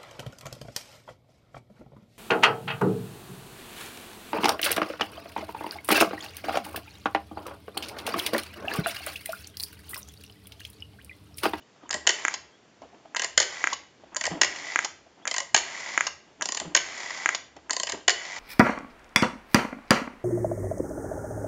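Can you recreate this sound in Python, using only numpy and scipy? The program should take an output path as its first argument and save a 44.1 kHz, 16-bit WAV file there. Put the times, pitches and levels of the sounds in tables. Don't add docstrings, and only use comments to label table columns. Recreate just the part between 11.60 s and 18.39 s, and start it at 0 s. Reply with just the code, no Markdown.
import sys
import numpy as np
from scipy import signal
from scipy.fft import rfft, irfft
from scipy.io import wavfile
from scipy.ndimage import uniform_filter1d

SR = 44100
rng = np.random.default_rng(int(sys.argv[2]) if len(sys.argv) > 2 else 0)


def generate_wav(signal):
    frames = np.transpose(np.atleast_2d(signal))
    scaled = np.clip(frames, -1, 1) * 32767
    pcm = np.round(scaled).astype(np.int16)
    wavfile.write(sys.argv[1], SR, pcm)


def invert_db(x):
    u = np.asarray(x, float) / 20
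    return 10 ** u


N = 299439

# hz, level_db
AIR_COLOUR = [(12, -48.5), (25, -24.5), (45, -23), (81, -22.5), (109, -8), (144, -4), (175, -5.5),
              (344, -4), (1430, -13.5), (1830, -13.5), (4180, -18.5), (7800, -21.5), (10100, -75.5),
              (17200, -120)]
# hz, t60_s
ROOM_DECAY = [(200, 0.78), (1000, 0.37), (3000, 0.44), (7500, 0.31)]

# start_s, peak_db, pitch_hz, t60_s
KNOCKS = [(0.002, -47.5, 280, 0.047), (0.021, -42.5, 2960, 0.024), (0.21, -45, 1280, 0.035),
          (0.262, -48.5, 3000, 0.04), (0.255, -37.5, 1000, 0.031), (0.345, -27.5, 619, 0.062),
          (1.219, -18, 660, 0.011), (1.224, -46, 1080, 0.062), (1.232, -31.5, 670, 0.034),
          (1.248, -44, 478, 0.059), (1.328, -37, 723, 0.034), (1.452, -38.5, 663, 0.041),
          (2.436, -28.5, 640, 0.023), (2.677, -2.5, 656, 0.011), (3.254, -20.5, 857, 0.029),
          (3.464, -40, 667, 0.03), (3.573, -46.5, 770, 0.046), (3.809, -38.5, 560, 0.11),
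          (4.475, -17, 1020, 0.021), (5.011, -24.5, 640, 0.032), (5.965, -27.5, 666, 0.026),
          (6.335, -18.5, 397, 0.028)]
# top_s, level_db, fade_db_per_s
RUBS = [(.16, -61.5, 39), (.23, -55.5, 199), (.35, -41, 299.5), (.455, -48.5, 299), (1.222, -51.5, 154),
        (1.34, -59.5, 63), (1.452, -59.5, 62.5), (2.402, -54.5, 295), (2.44, -56.5, 195),
        (2.522, -51.5, 296.5), (2.708, -38, 92.5), (3.472, -58, 899), (3.582, -56, 63.5), (3.65, -51, 301),
        (4.672, -55.5, 128), (4.797, -54.5, 54), (4.81, -48, 499), (5.015, -40.5, 299), (5.055, -48.5, 71),
        (5.966, -44.5, 450), (6.05, -57.5, 54.5), (6.34, -40.5, 243)]
# top_s, level_db
BENCH_SWAYS = [(.36, -56), (.81, -67), (1.23, -66), (1.78, -57), (1.911, -79.5), (2.191, -67), (2.459, -72),
               (2.7, -55), (2.86, -63), (3.33, -67), (3.48, -76), (3.8, -71.5), (3.95, -63), (4.54, -66),
               (4.73, -76), (5.03, -60.5), (5.24, -64), (5.82, -67.5), (5.98, -64), (6.33, -59.5),
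               (6.56, -65), (6.79, -73)]
# start_s, peak_db
AIR_PUSHES = [
    (0.473, -53.5),
    (1.779, -49),
    (3.943, -45),
    (6.477, -56.5),
]
# start_s, length_s, from_hz, to_hz, level_db
SQUEAKS = [(.92, .06, 3100, 3400, -63), (.92, .05, 1550, 1600, -66), (3.618, .042, 3100, 3550, -59),
           (2.712, .042, 165, 172, -32), (2.702, .022, 580, 520, -41), (2.708, .02, 400, 330, -43),
           (2.728, .026, 330, 300, -40), (2.756, .028, 330, 290, -39), (2.722, .05, 720, 640, -39),
           (5.056, .044, 165, 170, -38), (5.046, .022, 520, 420, -47), (5.074, .028, 330, 290, -44),
           (5.104, .026, 290, 340, -43), (5.074, .025, 660, 650, -48), (1.495, .035, 650, 640, -60),
           (2.85, .27, 300, 290, -56), (3.24, .016, 330, 320, -45), (2.1265, .0065, 900, 1080, -21),
           (2.134, .012, 1050, 1150, -33), (5.712, .03, 1940, 2010, -31)]
# pitch_hz, width_hz, level_db
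BASE_MODES = [(161, 64, -10), (290, 77, 4.5), (670, 37, -2), (1020, 280, -18)]

WHIR_DB = [-39.5, -38.5, -38, -37.5, -37.5, -38]
# hz, level_db
GEAR_COLOUR = [(59, -60.5), (100, -23), (480, -17), (642, -10.5), (1360, -11.5), (1950, -10), (2470, -13.5),
               (6870, -10.5), (7800, -17), (10100, -59), (17200, -120)]
# hz, level_db
PLATE_COLOUR = [(1000, -22), (1750, 3), (2350, 3.5), (3200, -31)]
# pitch_hz, width_hz, level_db
TRAIN_MODES = [(666, 730, -6), (1050, 300, -6), (2000, 190, 0), (2240, 200, -0.5), (3295, 390, -7.5),
               (5100, 150, -8), (7100, 180, -5)]
# start_s, peak_db
RINGING_TEETH = [(1.924, -33), (1.941, -35), (1.9699, -29), (2.0093, -28.5), (2.0991, -33), (2.1155, -27.5),
                 (2.1205, -32), (2.874, -31), (2.895, -33), (2.921, -36), (2.958, -30), (2.9857, -32),
                 (3.014, -37), (3.045, -36), (3.0707, -29), (3.084, -28), (3.0999, -26.5), (3.1188, -28),
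                 (3.2246, -30), (4.0337, -26.5), (4.0811, -31), (4.0991, -40), (4.147, -31), (4.1664, -40),
                 (4.1754, -30), (4.2033, -31), (4.2213, -29), (4.2304, -27), (4.2602, -23.5), (4.2876, -28),
                 (4.3004, -31), (4.3164, -32), (4.336, -31), (4.3454, -29), (5.234, -29.5), (5.3268, -36),
                 (5.3467, -36), (5.3742, -30), (5.4026, -28), (5.43, -27), (5.4595, -26), (5.4736, -30),
                 (5.4864, -33), (5.5059, -22), (5.5174, -34), (5.5448, -28), (5.5638, -32), (5.5724, -30),
                 (5.5992, -27), (5.6191, -28), (6.5768, -33), (6.6129, -29), (6.6508, -28.5), (6.686, -31),
                 (6.7281, -31), (6.754, -35), (6.7635, -27)]
# pitch_hz, width_hz, level_db
PINION_MODES = [(1978, 71, -0.5), (2167, 190, -6.5), (1660, 100, -11.5)]
# start_s, peak_db
TIGHT_TICKS = [(0.022, -54), (1.2174, -43.5), (1.634, -18.5), (1.659, -29), (1.924, -30), (2.0108, -38),
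               (2.099, -32), (2.9595, -25), (2.9858, -29), (3.0704, -28), (3.1188, -27), (3.225, -33),
               (4.147, -29), (4.1757, -30), (4.2016, -26.5), (4.2614, -28), (4.287, -26), (4.337, -26),
               (4.9685, -21.5), (5.3762, -27), (5.402, -25), (5.43, -26.5), (5.4577, -31), (5.504, -23),
               (5.5452, -27), (5.487, -33), (5.573, -24.5), (5.632, -33), (5.9646, -37.5), (6.2895, -21),
               (6.65, -27.5), (6.7623, -25.5)]

# start_s, peak_db, treble_db
LEAVE_SNAPS = [(0.293, -28, 0), (0.3053, -19, -14), (1.548, -15.5, -12.5), (1.5613, -16, -9),
               (2.547, -26, -1.5), (2.561, -17.5, -9), (3.6543, -16.5, -11), (3.671, -16, -15),
               (4.811, -17, -8), (4.82, -14, -18), (6.0963, -17.5, -10), (6.104, -16.5, -13)]
# start_s, peak_db, treble_db
HOME_SNAPS = [
    (0.6508, -4, -12.5),
    (2.041, -3, -15.5),
    (3.159, -2, -16),
    (4.377, -1, -14),
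    (5.6593, -1.6, -14),
]
LEAVE_PITCH = [0.89, 0.88]
# pitch_hz, width_hz, level_db
SPRING_MODES = [(1617, 983, 12.5), (1930, 440, -1), (2730, 180, -17), (6760, 543, 13)]
# pitch_hz, width_hz, level_db
LEAF_MODES = [(1674, 150, 3), (2075, 970, 4)]

# start_s, peak_db, plate_db
CATCHES = [
    (0.3081, -15, -16),
    (1.5648, -16, -10),
    (2.5653, -15, -16.5),
    (3.6751, -14.5, -10.5),
    (4.8227, -13.5, -25),
    (6.107, -11.5, -18),
]
# start_s, peak_db, plate_db
RATCHETS = [(0.3274, -20, -10), (0.3412, -16.5, -8.5), (1.5947, -17, -9), (1.6184, -17.5, -9),
            (1.644, -16, -10), (2.6101, -18, -10), (2.6382, -18, -9), (2.6534, -16, -9.5),
            (2.6657, -16.5, -11), (3.712, -15, -13), (3.7407, -17.5, -10), (3.7633, -16.5, -12.5),
            (3.7815, -13, -16), (3.802, -17.5, -14.5), (4.8558, -16, -23), (4.888, -16, -19),
            (4.9209, -16.5, -19), (4.9468, -17.5, -29), (4.972, -19.5, -13), (4.999, -19, -15.5),
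            (6.131, -17, -18), (6.1654, -13, -20), (6.1985, -14.5, -31), (6.2328, -13.5, -33),
            (6.27, -20.5, -11.5), (6.2958, -17.5, -14.5), (6.32, -18, -11.5)]
PULL_BASE_DB = [-6, -4.5, -4, -6, -6, -5]
PULL_RIM_DB = [-4.5, 0.5, -3, -1.2, 1, 1.5]
PULL_SPREAD_MS = [2.48, 2.5, 2.66, 2.4, 2.44, 2.4]
# hz, level_db
PAWL_COLOUR = [(88, -70), (150, -9.5), (940, -4.5), (1400, -8), (1880, -6.5), (3140, -13.5), (3530, -12.5),
               (7180, -11.5), (7800, -14), (10100, -39.5), (17200, -120)]
# pitch_hz, width_hz, level_db
RATCHET_MODES = [(668, 120, -6), (1030, 96, -3.5), (1633, 84, -5), (1910, 200, -0.5), (3020, 170, -2),
                 (2960, 140, -14.5), (3700, 170, -16), (4260, 180, -10), (4830, 160, -8.5),
                 (5370, 310, -15), (6330, 290, -5.5), (7290, 600, -2)]

# start_s, peak_db, touch_db, spread_ms, base_db
RELEASES = [
    (0.4728, 0, -13, 1.1, -11),
    (1.7778, 2.5, -13, 0.74, -2.5),
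    (2.816, 0, -9, 1.53, -2),
    (3.9465, -2.5, -5.5, 2.26, -6),
    (5.1503, -0.5, -15, 1.5, -0.5),
    (6.482, -1.5, -7, 1.47, -1),
]
TOUCH_LEAD_MS = [4.7, 2.3, 2.7, 1.2, 2.2, 2.4]
RELEASE_RIM_DB = [3, -2, -6, 1, -5.5, -0.5]
# start_s, peak_db, plate_db, spread_ms
BOUNCES = [(.492, -8, -3, 4), (0.5048, -15, -7, 3.1), (1.801, -5.5, -10.5, 3.1), (1.816, -13.5, -3.5, 3.2),
           (1.827, -18, -2.5, 4.3), (2.8335, -10, 3, 2.1), (2.846, -12.5, -4, 2.3), (3.964, -7, -9, 2.7),
           (3.976, -12.5, -1, 2.6), (3.986, -19.5, -28, 4.4), (5.164, -10.5, -3, 3),
           (5.173, -14, 9.5, 1.44), (5.18, -25, -15, 2.4), (6.495, -4.5, 3, 1), (6.504, -12, -8, 3.5)]
# start_s, peak_db, plate_db, base_db
ROCKS = [
    (.4754, -9, -4, 1),
    (1.7807, -8.5, 0, 0),
    (2.8185, -11.5, 0, 4),
    (3.9497, -16, 9.5, 8),
    (5.1532, -15, 6, 9.5),
    (6.485, -14.5, 1, 8),
]
# hz, level_db
CLATTER_COLOUR = [(59, -70.5), (100, -33), (642, -8), (1360, -14), (1920, -10.5), (2970, -15.5),
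                  (3900, -11), (6990, -17.5), (7800, -18), (10100, -57.5), (17200, -120)]
# pitch_hz, width_hz, level_db
DRIVE_MODES = [(380, 62, -11.5), (640, 240, -12.5), (1000, 120, -13), (1546, 170, -3), (1897, 280, -0.5),
               (2270, 23, -1), (2968, 150, 0.5), (3400, 300, -22.5), (4520, 80, -7.5), (5140, 110, -3.5),
               (5640, 110, -9.5), (6660, 190, 0.5), (6730, 520, -3), (7000, 430, -8.5)]
# start_s, peak_db, plate_db
STOPS = [
    (0.7393, -18.5, -2.5),
    (2.1297, -17.5, -3.5),
    (3.246, -16.5, -2.5),
    (4.467, -16, -1.5),
    (5.7469, -15.5, -3),
]
# pitch_hz, width_hz, level_db
DIAL_MODES = [(663, 24, -4.5), (1032, 240, -8), (1566, 97, 4), (1995, 98, -4), (1866, 23, -4),
              (2245, 36, -11), (2994, 180, 6), (3700, 67, -22), (4980, 770, -8), (5060, 100, -18),
              (6700, 170, 11), (7360, 550, -28)]
# pitch_hz, width_hz, depth_0_1
PLATE_DIPS = [(1356, 170, .7), (1731, 100, 1), (6000, 140, 0.5)]

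# pitch_hz, width_hz, depth_0_1
HOUSING_NOTCHES = [(3967, 120, 0.9), (5010, 43, 1)]
# hz, level_db
ANTI_ALIAS = [(7300, 0.5), (7550, -5.5), (7750, -13.5), (7880, -24), (8000, -24.5), (8100, -101)]
# hz, level_db
SMOOTHING = [(7600, 0.5), (8200, -6), (8700, -16.5), (9200, -42), (9800, -56), (15500, -63)]


def evened(x):
    return x / np.sqrt(np.mean(x ** 2) + 1e-20)


def read(points, hz):
    f, value = np.transpose(points)
    return np.interp(np.log(hz + 1), np.log(f + 1), value)


def add(mix, start_s, sound):
    part = mix[round(start_s * SR):][:len(sound)]
    part += sound[:len(part)]


def level(tables):
    t, gain = np.arange(N) / SR, np.zeros(N)
    for rows in tables:
        s, db = np.transpose(rows)
        gain += invert_db(np.interp(t, s, db)) * (t >= s[0]) * (t < s[-1])
    return uniform_filter1d(gain, size=400)


def swells(rows, rise_db_per_s):
    t, gain = np.arange(0, N, 64) / SR, 0
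    for top_s, db, fade_db_per_s in rows:
        fall_db = np.where(t < top_s, rise_db_per_s * (top_s - t), fade_db_per_s * (t - top_s))
        gain = gain + invert_db(db - fall_db)
    return np.interp(np.arange(N) / SR, t, gain)


def shaped(x, points):
    x = np.pad(x, 2048, "reflect")
    gain = invert_db(read(points, np.fft.rfftfreq(len(x), 1 / SR)))
    return irfft(rfft(x) * gain, len(x))[2048:-2048]


def notched(x, notches):
    for hz, width_hz, depth in notches:
        x = x - depth * signal.lfilter(*signal.iirpeak(hz, hz / width_hz, SR), x)
    return x


def body(broad, modes, ring_db, size=4096):
    hz = abs(np.fft.fftfreq(size, 1 / SR))
    lift = sum(invert_db(db + ring_db) ** 2 / (1 + (2 * (hz - f) / width_hz) ** 2) for f, width_hz, db in modes)
    log_gain = np.log(invert_db(read(broad, hz)) * np.sqrt(1 + lift) + 1e-5)
    taps = np.fft.ifft(np.exp(np.conj(signal.hilbert(log_gain)))).real[:size // 2]
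    return taps / np.linalg.norm(taps)


def air():
    return invert_db(-60.5) * evened(shaped(rng.standard_normal(N), AIR_COLOUR))


def room(x, count=3):
    out, turn = np.zeros(N), 2 * np.pi * 7.3 * np.arange(N) / SR
    for k in range(count):
        taps, at = np.zeros(SR // 2), np.arange(200, SR // 2 - 20, 20)
        taps[at + rng.integers(0, 20, len(at))] = rng.choice([-1., 1.], len(at))
        hz, t, z = signal.stft(taps, SR, nperseg=256)
        decay = invert_db(-60 * t / read(ROOM_DECAY, hz)[:, None])
        tail = signal.istft(z * decay, SR, nperseg=256)[1]
        share = np.sqrt(2 / count) * np.cos(turn / 2 + np.pi * k / count)
        out += signal.oaconvolve(x * share, tail / np.linalg.norm(tail))[:N]
    return out


def bench():
    sway = shaped(rng.standard_normal(N), [(45, -40.5), (70, 2.0), (90, -3.5), (125, -24.0), (300, -84.5)])
    sway = sway / uniform_filter1d(sway ** 2, size=1200) ** 0.36
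    fade_db_per_s, rest_db = 137.5, -91
    gain = invert_db(rest_db) + swells([(s, db, fade_db_per_s) for s, db in BENCH_SWAYS], rise_db_per_s=226)
    return gain * evened(sway)


def rubbing():
    colour = [(80, -17.0), (150, -9.0), (900, 1.5), (2000, -10.0), (3300, -10.5), (4200, -25)]
    skin = rng.standard_normal(N) * invert_db(60 * uniform_filter1d(rng.standard_normal(N), size=400))
    rub = signal.oaconvolve(evened(skin), body(colour, BASE_MODES, ring_db=10.0))[:N]
    return swells(RUBS, rise_db_per_s=2500) * rub


def knocks():
    t, out = np.arange(6000) / SR, np.zeros(N)
    for s, db, hz, t60_s in KNOCKS:
        ring = np.sin(2 * np.pi * hz * t) + 0.5 * np.sin(2 * np.pi * 1.2 * hz * t)
        add(out, s, invert_db(db + 3.5 - 60 * t / t60_s) * ring * (1 - np.exp(-t / 0.0077)))
    for s, db in AIR_PUSHES:
        add(out, s, invert_db(db - 3.5) * (t / 0.008) * np.exp(1 - t / 0.005))
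        add(out, s, invert_db(db + 15.5) * np.exp(-t / 0.0027) * np.sin(2 * np.pi * 160 * t))
    return out


def squeaks():
    out = np.zeros(N)
    for s, length_s, from_hz, to_hz, db in SQUEAKS:
        u = np.linspace(0, 1, round(length_s * SR))
        hz = from_hz + (to_hz - from_hz) * np.sin(np.pi / 2 * u)
        add(out, s, invert_db(db) * np.sin(np.pi * u ** 0.69) * np.sin(2 * np.pi * np.cumsum(hz) / SR))
    return out * invert_db(22 * uniform_filter1d(rng.standard_normal(N), size=150))


def returns():
    set_off_s, set_off_db, run_up_s, unload_s = 0.014, -4.5, 0.22, 0.055
    end, tables = [(N / SR + 1, 0)], []
    for release, snap, stop, db in zip(RELEASES, HOME_SNAPS + end, STOPS + end, WHIR_DB):
        s, snap_s, rest_s = release[0], snap[0], stop[0]
        full_s = max(min(s + set_off_s + run_up_s, snap_s - unload_s), s + 2 * set_off_s)
        tables.append([(s + set_off_s, db + set_off_db), (full_s, db), (max(snap_s - unload_s, full_s), db),
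                       (snap_s, db), (rest_s, db)])
    return level(tables)


def whir():
    turns = np.cumsum(88 * (1 + 2.3 * uniform_filter1d(rng.standard_normal(N), size=2000))) / SR
    size = invert_db(1.2 * rng.standard_normal(N))[turns.astype(int)]
    pulses = size * np.exp(3 * (np.cos(2 * np.pi * (turns - .5)) - 1))
    drag = evened((2.2 + pulses) * rng.standard_normal(N))
    drag = signal.oaconvolve(drag, body(GEAR_COLOUR, TRAIN_MODES, ring_db=8.5))
    mesh = evened(pulses * rng.standard_normal(N))
    mesh = signal.oaconvolve(mesh, body(PLATE_COLOUR, TRAIN_MODES, ring_db=17.5))
    return returns() * (invert_db(-3.0) * drag + invert_db(-10.5) * mesh)[:N]


def teeth():
    t, out, rise_ms = np.arange(900) / SR, np.zeros(N), 1.25
    onset = 1 - np.exp(-(t * 1000 / rise_ms) ** 2)
    for s, db in RINGING_TEETH:
        phases = rng.random(len(PINION_MODES))
        ring = sum(invert_db(m_db) * np.exp(-np.pi * width_hz * t) * np.sin(2 * np.pi * (f * t + p))
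                   for (f, width_hz, m_db), p in zip(PINION_MODES, phases))
        add(out, s, invert_db(db + 0.5) * ring * onset)
    return out


def snaps():
    t, out = np.arange(1200) / SR, np.zeros(N)
    leaves = sum(invert_db(db) * np.exp(-np.pi * width_hz * t) * np.sin(2 * np.pi * f * t)
                 for f, width_hz, db in LEAF_MODES)
    onset = 1.034 * (1 - np.exp(-(t / 0.0005) ** 2))
    treble_onset = 1 - np.exp(-(t / .0004) ** 2)
    events = [(*row, LEAVE_PITCH[k % 2], 1) for k, row in enumerate(LEAVE_SNAPS)]
    events += [(*row, 1, 1) for row in HOME_SNAPS]
    events += [(s + .0312, db - 2, treble_db + 2, 1, -1) for s, db, treble_db in HOME_SNAPS]
    for s, db, treble_db, pitch, sign in events:
        rings = [invert_db(m_db) * np.exp(-np.pi * width_hz * t) * np.sin(2 * np.pi * f * (pitch if f < 4000 else 1) * t)
                 for f, width_hz, m_db in SPRING_MODES]
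        snap = sign * (sum(rings[:-1]) + invert_db(treble_db) * rings[-1] * treble_onset) * onset
        add(out, s, invert_db(db) * snap)
        add(out, s + 0.002973, invert_db(db - 12.0) * uniform_filter1d(snap, size=6))
        add(out, s + 0.002523, sign * invert_db(db - 18.5) * leaves * onset)
    out = signal.lfilter(*signal.butter(2, 400, "high", fs=SR), out)
    thud_hz, thud_db, thud_s = 315, -35.5, 0.0025
    thud = t / thud_s * np.exp(1 - t / thud_s) * np.sin(2 * np.pi * thud_hz * t)
    for s, db, _ in HOME_SNAPS:
        add(out, s, invert_db(db + thud_db) * thud)
    return out


def rattles(rows, broad, modes, ring_db, rise_ms, lag_ms, same, strike_db):
    t, out = np.arange(2000) / SR * 1000, np.zeros(N)
    detune, uneven_db = .02, 1.5
    habit = rng.standard_normal((6, len(t)))
    rises_ms = [rise_ms, rise_ms, 0.69 * lag_ms, lag_ms, 1.1 * lag_ms, 1.17 * lag_ms]
    rise = 1 - np.exp(-t / np.array(rises_ms)[:, None])
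    stretch = np.array([.95, 1.05, 1.15, 1.3, 1.3, 1.35])[:, None]
    bands = [(5700, "high"), ((3500, 5700), "band"), ((2550, 3500), "band"), ((1300, 2550), "band"),
             ((820, 1300), "band"), ((280, 820), "band"), (2400, "high")]
    filters = [signal.butter(2, hz, kind, fs=SR) for hz, kind in bands]
    for s, db, plate_db, base_db, spread_ms, rim_db in rows:
        grit = same * habit + np.sqrt(1 - same ** 2) * rng.standard_normal((6, len(t)))
        shade = rng.standard_normal((len(modes), 2))
        shaded = [(f * (1 + detune * a), width_hz, m_db + uneven_db * b)
                  for (f, width_hz, m_db), (a, b) in zip(modes, shade)]
        taps = body(broad, shaded, ring_db)
        parts = np.array([signal.lfilter(*f, taps) for f in filters])
        shape = rise * np.exp(-t / spread_ms / stretch)
        rung = signal.fftconvolve(grit * shape, parts[:-1], axes=1)
        energy = np.linalg.norm(shape, axis=1) * np.linalg.norm(parts[:-1], axis=1)
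        rung *= (energy / np.linalg.norm(rung, axis=1))[:, None]
        shares_db = np.array([0, 0, plate_db + rim_db, plate_db, base_db, base_db])
        add(out, s, invert_db(db + shares_db) @ rung)
        add(out, s, invert_db(db + strike_db) * parts[-1])
    return notched(out, PLATE_DIPS)


def tight_teeth():
    rows = [(s, db, -3, 0, 4.6, -1.5) for s, db in TIGHT_TICKS]
    return invert_db(-5) * rattles(rows, GEAR_COLOUR, TRAIN_MODES, ring_db=5, rise_ms=1.0, lag_ms=0.9,
                             same=.3, strike_db=-0.5)


def stops():
    rows = [(s, db, plate_db, -4, 4.74, -2.5) for s, db, plate_db in STOPS]
    return invert_db(-0.5) * rattles(rows, GEAR_COLOUR, DIAL_MODES, ring_db=-1.0, rise_ms=0.93, lag_ms=0.43,
                               same=0.41, strike_db=-5.0)


def pawl():
    lag_s, plate_grip, plate_even_db, spread_ms_per_db = .0006, 1.3, -11, -0.0827
    drops = sorted(CATCHES + RATCHETS)
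    pulls = np.cumsum([row in CATCHES for row in drops]) - 1
    rows = [(s + lag_s, db - 2.5, plate_grip * (plate_db - plate_even_db), PULL_BASE_DB[k],
             PULL_SPREAD_MS[k] + spread_ms_per_db * (db + 13.0), PULL_RIM_DB[k])
            for (s, db, plate_db), k in zip(drops, pulls)]
    return invert_db(3.2) * rattles(rows, PAWL_COLOUR, RATCHET_MODES, ring_db=14.0, rise_ms=0.04, lag_ms=1.48,
                              same=0.2, strike_db=10.0)


def clatter():
    rows = [(s, db, plate_db, -2, ms, -.5) for s, db, plate_db, ms in BOUNCES]
    for (s, db, touch_db, ms, base_db), lead_ms, rim_db in zip(RELEASES, TOUCH_LEAD_MS, RELEASE_RIM_DB):
        rows.append((s - lead_ms / 1000, touch_db, 5, 9, 1.27, rim_db))
        rows.append((s, db, -1, base_db, ms, rim_db))
    rows += [(*row, 1.81, rim_db) for row, rim_db in zip(ROCKS, RELEASE_RIM_DB)]
    return invert_db(-1.5) * rattles(sorted(rows), CLATTER_COLOUR, DRIVE_MODES, ring_db=17, rise_ms=0.12,
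                               lag_ms=0.68, same=0.31, strike_db=11.5)


def scene():
    fingers = bench() + rubbing() + knocks() + squeaks()
    springs = snaps()
    dial = whir() + teeth() + tight_teeth() + stops() + pawl() + clatter()
    wet = room(invert_db(-9.5) * dial + invert_db(-14.0) * springs + invert_db(-15.5) * fingers)
    return (dial + springs + fingers + wet + air())[None]


def band_limit(x):
    return signal.sosfilt(signal.butter(12, 15780, fs=SR, output="sos"), x)


def record(dry):
    converter_hz = 16000
    held = dry[0] / (1 + abs(dry[0] / .8) ** 6) ** (1 / 6)
    band = notched(shaped(held, ANTI_ALIAS), HOUSING_NOTCHES)
    mirror = 2 * band * np.cos(2 * np.pi * converter_hz * np.arange(N) / SR)
    smooth = shaped(band + mirror, SMOOTHING + [(16000, -100)])
    add(smooth, 5.16846, invert_db(-18) * np.ones(1))
    return band_limit(smooth[None])


dry = scene()
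out = record(dry)
generate_wav(out)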